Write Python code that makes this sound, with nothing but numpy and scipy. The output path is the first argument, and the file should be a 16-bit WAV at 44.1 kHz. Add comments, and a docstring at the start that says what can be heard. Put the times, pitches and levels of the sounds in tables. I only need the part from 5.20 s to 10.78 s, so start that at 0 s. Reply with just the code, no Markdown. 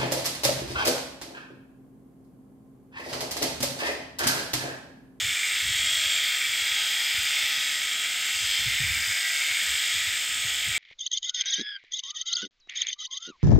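"""An electric handpiece shears a sheep on a slatted wooden deck, a few steps from a hand-held microphone.
Its geared motor swings a cutter over a comb 48 times a second: periodic impacts give a harmonic rattle,
loose steel and snapping fibres add noise bursts, and shaft, fan and gear teeth add sine tones.
The tone shifts as the tool moves through the fleece. Handling adds low bumps, which sink in pitch, and
low rubbing noise; a faint hollow resonance glides as the arm reaches down."""
import sys
import numpy as np
from scipy import signal
from scipy.fft import rfft, irfft
from scipy.io import wavfile
from scipy.ndimage import uniform_filter1d, map_coordinates

SR = 44100
rng = np.random.default_rng(int(sys.argv[2]) if len(sys.argv) > 2 else 0)


def to_wav(s):
    """Save 16-bit WAV."""
    ch = np.atleast_2d(s).T  # columns
    pcm = np.round(np.clip(ch, -1, 1) * 32767)  # PCM
    wavfile.write(sys.argv[1], SR, pcm.astype(np.int16))


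N = 246078
TIME = np.arange(N) / SR  # s
EDGE_HZ = 15800  # upper band limit

# Cutter speed, sagging a little under load: (time [s], stroke rate [1/s])
STROKE_RATE = [(0, 48.34), (.8, 48.3), (.92, 48.2), (1.16, 48.21), (1.48, 48.41), (2.4, 48.34),
               (3.15, 48.44), (3.3, 48.34), (3.5, 48.39), (4.3, 48.37), (4.53, 48.31), (5.2, 48.41),
               (5.58, 48.4)]
# The comb's ring, swelling as the tool comes out from behind fleece and arm; only its
# swing about the mean is used: (time [s], level [dB])
OPENNESS_LEVEL = [(0, -32), (.19, -34), (.38, -32), (.76, -27.5), (.95, -26.5), (1.26, -33), (1.52, -30),
                  (1.95, -31.5), (2.33, -28.5), (2.6, -31.5), (3.05, -33.5), (3.38, -31.5), (3.65, -35.5),
                  (4.15, -34), (4.68, -30), (4.87, -33.5), (5.28, -32.5), (5.58, -34.5)]
# Fibre fizz, rising as the blades bite into more wool; only its swing is used: (time [s], level [dB])
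BITE_LEVEL = [(0.0, -47), (0.26, -45.5), (0.57, -43.5), (0.65, -46), (0.75, -42.5), (1.23, -45.5),
              (2.14, -41.5), (2.64, -48.5), (3.03, -48), (3.25, -42), (4.35, -42), (5.19, -48),
              (5.52, -46.5), (5.58, -49.5)]


def amp(db):
    """Amplitude is the exponential of level: 20 dB per factor of ten."""
    return 10 ** (np.asarray(db) / 20)


def unit(x):
    """Normalisation by root mean square, so that a later gain sets the level."""
    return x / np.sqrt(np.mean(abs(x) ** 2) + 1e-20)


def curve(rows):
    """Linear interpolation of (time [s], value) rows at every sample."""
    return np.interp(TIME, *np.transpose(rows))


def swing(rows):
    """Relative level: a curve in dB above and below its own average."""
    db = curve(rows)
    return db - db.mean()


def colour(points, hz):
    """Spectral envelope: gain from (frequency [Hz], level [dB]) rows, interpolated over log frequency."""
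    point_hz, db = np.transpose(points)
    return amp(np.interp(np.log(hz + 1), np.log(point_hz), db))


def shaped(x, points):
    """Linear filtering: the spectrum of x is multiplied by a spectral envelope."""
    return irfft(rfft(x) * colour(points, np.fft.rfftfreq(N, 1 / SR)), N)


def drift(rate_hz):
    """Low-pass Gaussian noise of rms 1, moving at up to about the given rate."""
    size = 2048
    hz = np.fft.rfftfreq(size, N / SR / size)
    lowpass = np.exp(-(hz / rate_hz) ** 2) * (hz > 0)
    slow = irfft(rfft(rng.standard_normal(size)) * lowpass)
    return np.interp(TIME, np.linspace(0, N / SR, size), unit(slow))


def shares(hz):
    """Power-complementary crossover: comb, cutter and teeth each radiate their own frequency band."""
    # The comb rings below the first, the cutter between, the teeth above the second: [Hz]
    split_hz = [4240, 5140]
    low, high = (1 / (1 + (split / (hz + 1)) ** 16) for split in split_hz)
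    return [1 - low, abs(low - high), high]


def contact(turns, sliding):
    """Periodic excitation: force on comb, cutter and teeth from steady sliding plus knocks in each stroke."""
    # Knocks within one stroke: (place [cycle], width [cycle], then weight in the power
    # added to the sliding, for comb, cutter, teeth [ratio]); negative weights lower it
    knocks = [(.21, 0.024, 1.04, -3, 2.5), (.32, 0.027, 0.63, 1, 2), (.45, 0.027, 1.44, 1.3, -1),
              (.56, 0.016, 1, 2.5, 0), (0.682, 0.03, 0.46, -3, -1.5), (.765, 0.017, 0.92, -3.5, 1.5),
              (0.886, 0.01, 2.8, -7, 2.5), (.96, 0.036, 0.55, 1, -1.5)]
    power = 0
    for place, width, *weights in knocks:
        distance = (turns - place + .5) % 1 - .5
        power = power + np.outer(weights, np.exp(-.5 * (distance / width) ** 2))
    return [unit(np.sqrt(abs(sliding + row))) for row in power]


def rattle(turns, count=21, size=8192, kept=0.55, evenness=0.23, sliding=0.47, singing_fade_db=2):
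    """Fourier series of a repeated impact pattern, cross-fading slowly through poses of the tool."""
    # Envelope of the stroke harmonics: (frequency [Hz], level of each harmonic [dB])
    harmonic_envelope = [(350, -84.5), (550, -72), (850, -78), (1150, -74), (1450, -61), (2200, -51.5),
                         (2900, -53), (3400, -49.5), (4150, -53.5), (4950, -60.5), (5900, -59), (6600, -53),
                         (7800, -53.5), (8200, -58.5), (10300, -81), (12300, -68.5), (16000, -86)]
    # Harmonics that stand out of it: (multiple of the stroke rate, level [dB])
    strong_harmonics = [(15, -64), (17, -63.5), (18, -63.5), (19, -66.5), (21, -69), (31, -55.5), (36, -51),
                        (37, -57), (40, -43.5), (41, -58), (48, -50), (50, -51), (57, -42.5), (58, -47),
                        (63, -41.5), (65, -41), (66, -43), (71, -51), (72, -46.5), (101, -48.5), (107, -47)]
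    # Harmonics that sing out: (multiple of the stroke rate, rounded below, level [dB],
    # response to openness [dB/dB], response to bite [dB/dB])
    singing_harmonics = [(9, -73, -0.3, -1.16), (13, -65, 1.34, -0.3), (33, -51.5, -.5, 0.5),
                         (45, -42.5, 0.1, 1), (67.16, -39.5, 1, 0), (69.28, -40.5, 1.3, -0.8),
                         (72.94, -40.5, 0.25, -0.1), (73.75, -41.5, -0.5, 0)]
    order = np.arange(size // 2 + 1)
    hz = order * STROKE_RATE[0][1]
    level = colour(harmonic_envelope, hz) * (hz < EDGE_HZ) * (order > 0)
    for k, db in strong_harmonics:
        level[round(k)] = amp(db)
    level = np.tile(level, (count, 1))  # one row per pose

    pose_times = np.linspace(0, TIME[-1], count)
    openness = np.interp(pose_times, TIME, swing(OPENNESS_LEVEL))
    bite = np.interp(pose_times, TIME, swing(BITE_LEVEL))
    for k, db, by_openness, by_bite in singing_harmonics:
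        fade = singing_fade_db * rng.standard_normal(count)  # chance swelling as the tool is turned
        level[:, round(k)] = amp(db + by_openness * openness + by_bite * bite + fade)

    grain = rng.standard_normal((count + 1, size))
    kept = np.clip(kept, 0, 1)
    grain = np.sqrt(kept) * grain[0] + np.sqrt(1 - kept) * grain[1:]  # part outlasts every pose
    lines = 0
    for share, force in zip(shares(hz), contact(np.arange(size) / size, sliding)):
        lines = lines + share * rfft(grain * force)
    singing = [round(row[0]) for row in singing_harmonics]
    lines[:, singing] = np.exp(1j * np.angle(lines[:, singing].mean(0)))  # these hold their phase
    lines /= abs(lines) ** np.clip(evenness, 0, 1)
    lines /= np.sqrt(np.mean(abs(lines) ** 2, 0))
    cycles = irfft(lines * level) * size / np.sqrt(2)
    pose = TIME / TIME[-1] * (count - 1)
    return map_coordinates(cycles, [pose, turns % 1 * size], order=1, mode="grid-wrap")


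def chatter(turns, sliding=4.2, uneven_db=0.64, snip_db=1.2):
    """Amplitude-modulated noise: loose steel and snapping fibres, no two knocks equally hard."""
    # Noise spectrum: (frequency [Hz], level in a band one harmonic wide [dB])
    noise_spectrum = [(25, -91), (200, -75.5), (480, -75), (720, -67.5), (1080, -70.5), (1380, -55.5),
                      (1650, -54), (1900, -46.5), (2300, -47.5), (2800, -50), (3350, -47.5), (4200, -56.5),
                      (5050, -52.5), (5900, -59.5), (7000, -56), (8250, -51), (9300, -64.5), (10500, -73.5),
                      (12600, -62), (14200, -66.5), (16000, -66)]
    spectrum = 0
    for share, force in zip(shares(np.fft.rfftfreq(N, 1 / SR)), contact(turns, sliding)):
        force = force * amp(uneven_db * drift(83) + snip_db * rng.standard_normal(N))
        spectrum = spectrum + np.sqrt(share) * rfft(unit(force * rng.standard_normal(N)))
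    band_share = STROKE_RATE[0][1] / (SR / 2)  # one harmonic's share of the whole band
    return shaped(irfft(spectrum, N), noise_spectrum) / np.sqrt(band_share)


def clatter(per_s=260, spread_db=2):
    """Random impulses excite damped resonators: gear play lets parts hit the housing, out of step."""
    # The housing's ring: (frequency [Hz], bandwidth of each of two equal poles [Hz], level before play [dB])
    housing_modes = [(1957, 200, -50.5), (2168, 190, -41.5), (2301, 140, -41)]
    # How loosely the drive rattles as the grip changes: (time [s], gain [dB])
    play_gain = [(0, -1), (.17, 5), (.42, 6), (.7, -3), (1.2, 2.5), (2.25, 2), (2.5, -6), (2.9, 1),
                 (3.6, 2), (4.15, -1), (4.4, 4), (4.85, -2), (5.2, -5), (5.58, 5.5)]
    struck = rng.random(N) < per_s / SR
    sign = rng.choice([-1, 1], N)
    hits = struck * sign * amp(spread_db * rng.uniform(-2.2, 2.3, N))
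    out = 0
    for hz, width, db in housing_modes:
        pole = np.exp((2j * np.pi * hz - np.pi * width) / SR)
        ring = signal.lfilter([1], np.poly([pole, pole]), hits)
        ring = ring * np.exp(2j * np.pi * rng.random())  # random phase
        out = out + amp(db) * unit(ring.real)
    return amp(curve(play_gain)) * out


def moving(x, patch_db=1.35):
    """Time-varying filtering: parts follow openness, bite and teeth; deck reflections ripple the spectrum."""
    # The teeth's bright band; only its swing is used: (time [s], level [dB])
    teeth_level = [(0, -30), (.24, -28.7), (.41, -30), (.64, -29), (.97, -30), (1.17, -31.8), (1.6, -30),
                   (1.88, -31.5), (2.11, -30), (3.08, -30.5), (3.19, -28), (3.33, -30), (3.87, -29.5),
                   (4.42, -29), (4.7, -29), (5.58, -30)]
    # Answers of motor body, housing, comb, cutter, teeth and fibres: (frequency [Hz],
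    # response to openness [dB/dB], response to bite [dB/dB], response to teeth level [dB/dB])
    part_answers = [(420, 0.44, -0.36, 0), (820, 0, 0.35, 0), (1500, 0, 0.22, -0.5), (2210, 0, 0.23, 0),
                    (3430, 0.7, 0.27, 0), (4930, .5, 0.42, 0), (7300, 0, 0.01, 1.2), (12500, 0, 0.5, -0.5)]
    hz, t, spectra = signal.stft(x, SR, nperseg=1024, noverlap=768)
    part_hz, *answers = np.transpose(part_answers)
    db = 0
    for answer, control in zip(answers, (OPENNESS_LEVEL, BITE_LEVEL, teeth_level)):
        db = db + np.outer(np.interp(hz, part_hz, answer), np.interp(t, TIME, swing(control)))
    ripple = rng.standard_normal(spectra.shape)
    for _ in range(2):  # smooth over frequency, then time
        ripple = uniform_filter1d(uniform_filter1d(ripple, size=3, axis=0), size=26, axis=1)
    spectra = spectra * amp(db + patch_db * unit(ripple))
    return signal.istft(spectra, SR, nperseg=1024, noverlap=768)[1][:N]


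def ping(turns, hz=4970, rise_s=0.0011, place=.85):
    """Damped free vibration: struck at the end of its swing, the cutter rings for a few milliseconds."""
    # The ring, most free when the cutter is out of the wool: (time [s], rms level [dB])
    ping_level = [(0, -58), (1.25, -46), (1.55, -41), (2.4, -42), (2.65, -48), (3.45, -45.5), (3.85, -37.5),
                  (4.2, -40), (4.35, -56), (4.7, -39.5), (5.05, -55), (5.58, -58)]
    since = (turns - place) % 1 / STROKE_RATE[0][1]  # s since the blow
    ring = since * np.exp(-since / rise_s) * np.sin(2 * np.pi * hz * since)
    return amp(curve(ping_level)) * unit(ring)


def motor(turns, gear=21 / 4, flutter=0.0036, fade_hz=6.2):
    """Rotational harmonics: shaft, fan and gear teeth sound; gear play makes the high lines flutter."""
    # Whine: (multiple of the shaft rate, rms level [dB], response to openness [dB/dB],
    # response to bite [dB/dB], chance fading [dB])
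    whine_lines = [(1, -68, 0.2, -0.7, 0.5), (5, -53, 0.46, -.5, 1), (15, -48.5, 0.36, 0, 3.5),
                   (30, -48, 0.3, -1.5, 4.5)]
    shaft = gear * turns + flutter * drift(24)  # shaft turns
    openness, bite = swing(OPENNESS_LEVEL), swing(BITE_LEVEL)
    out = 0
    for k, db, by_openness, by_bite, fade_db in whine_lines:
        level = amp(db + by_openness * openness + by_bite * bite + fade_db * drift(fade_hz))
        out = out + np.sqrt(2) * level * np.sin(2 * np.pi * round(k) * shaft)
    return out


def handpiece(rattle_db=-1.11, chatter_db=-0.21, jitter=0.00052):
    """Kinematic coupling: one drive turns cutter and motor together."""
    turns = np.cumsum(curve(STROKE_RATE)) / SR + jitter * drift(6.3)  # strokes made so far
    steel = amp(rattle_db) * rattle(turns) + amp(chatter_db) * chatter(turns) + clatter()
    return moving(steel) + ping(turns) + motor(turns) + hollow()


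def shuffle(attack_s=0.012, release_s=0.024, still_db=-71.5):
    """Friction noise: the powers of rubbing spells, each rising, holding and dying, add to a faint rumble."""
    # Spells of rubbing as the grip shifts: (start [s], length [s], level [dB])
    spells = [(0.017, .08, -46), (0.415, .1, -46), (0.54, .13, -51.5), (0.72, 0.37, -64), (1.94, .07, -51),
              (2.03, 0.067, -59), (2.55, .28, -70), (3.2, 0.074, -52), (3.383, 0.17, -47),
              (3.59, 0.15, -43), (3.747, 0.074, -47.5), (3.866, 0.047, -49), (4.437, .1, -56.5),
              (4.72, 0.22, -58), (5.08, .48, -55.5), (5.458, 0.053, -46)]
    # Spectral shape: (frequency [Hz], relative level [dB])
    rumble_spectrum = [(20, -50), (32, -28), (48, 1.5), (70, 8), (120, -1), (170, -10.5), (250, -13),
                       (600, -35), (2000, -90)]
    power = amp(still_db) ** 2
    for start, length, db in spells:
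        attack = np.clip((TIME - start) / attack_s, 0, 1)
        release = np.exp(-np.maximum(TIME - start - length, 0) / release_s)
        power = power + (amp(db) * attack * release) ** 2
    return np.sqrt(power) * unit(shaped(rng.standard_normal(N), rumble_spectrum))


def handling(bump_db=-3, rise_s=0.013, sag=3.1, start=1.157, rough=0.25):
    """Transient oscillation: uneven bumps swell for a few cycles and sink in pitch, over a low shuffle."""
    # Bumps: (start [s], peak level before the common gain and roughening [dB],
    # nominal pitch before the starting ratio and sag [Hz])
    bumps = [(0.035, -36, 96), (0.074, -45, 65), (0.325, -50, 85), (0.445, -43, 115), (0.489, -39, 103),
             (0.713, -44.5, 109), (0.765, -46, 90), (0.849, -42, 72), (1.285, -51, 102), (1.41, -48, 86),
             (1.51, -50, 78), (1.604, -54, 86), (1.972, -37.5, 81), (2.229, -49, 81), (2.368, -50, 124),
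             (3.145, -46, 84.5), (3.226, -43, 87), (3.455, -28.5, 114), (3.598, -30.5, 126),
             (3.631, -31, 100), (3.695, -30, 79.6), (3.874, -40.5, 112), (4.3, -48, 83.6),
             (4.419, -53, 192), (4.746, -42, 89), (4.867, -44, 86), (5.244, -38, 111), (5.477, -35.5, 108)]
    out = shuffle()
    t = np.arange(SR // 8) / SR
    swell = (t / rise_s * np.exp(1 - t / rise_s)) ** 2
    scuff = rough * (drift(82) + 1j * drift(66))  # rubbing roughens each bump
    for s, db, hz in bumps:
        at = max(round(s * SR), 0)
        cycles = start * hz * t / (1 + sag * t)
        thud = (amp(db + bump_db) * swell * np.exp(2j * np.pi * cycles))[:N - at]
        end = at + len(thud)
        out[at:end] += (thud * (1 + scuff[at:end])).imag
    return out


def hollow(width_hz=18):
    """Cavity resonance: narrow-band noise whose centre follows the gap between arm and fleece."""
    # Gliding note as the arm reaches down: (time [s], frequency [Hz], rms level [dB])
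    glide = [(3.6, 740, -78), (3.85, 660, -61), (4.0, 630, -69), (4.16, 665, -61), (4.33, 730, -65),
             (4.55, 840, -70), (4.7, 860, -85)]
    s, hz, db = np.transpose(glide)
    carrier = np.exp(2j * np.pi * np.cumsum(np.interp(TIME, s, hz)) / SR)
    noise = drift(width_hz) + 1j * drift(width_hz)
    return amp(np.interp(TIME, s, db)) * (noise * carrier).real


def scene():
    """Linear superposition of the sources, identical in both channels."""
    return np.tile(handpiece() + handling(), (2, 1))


def record(dry, low_cut_hz=46):
    """Band limitation: the microphone's low cut and the recorder's upper edge."""
    low_cut = signal.butter(4, low_cut_hz, "high", fs=SR, output="sos")
    dry = signal.sosfilt(low_cut, dry)
    band_limit = signal.firwin(1023, EDGE_HZ, window=("kaiser", 9), fs=SR)
    return signal.oaconvolve(dry, band_limit[None], "same")


dry = scene()
out = record(dry)
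to_wav(out)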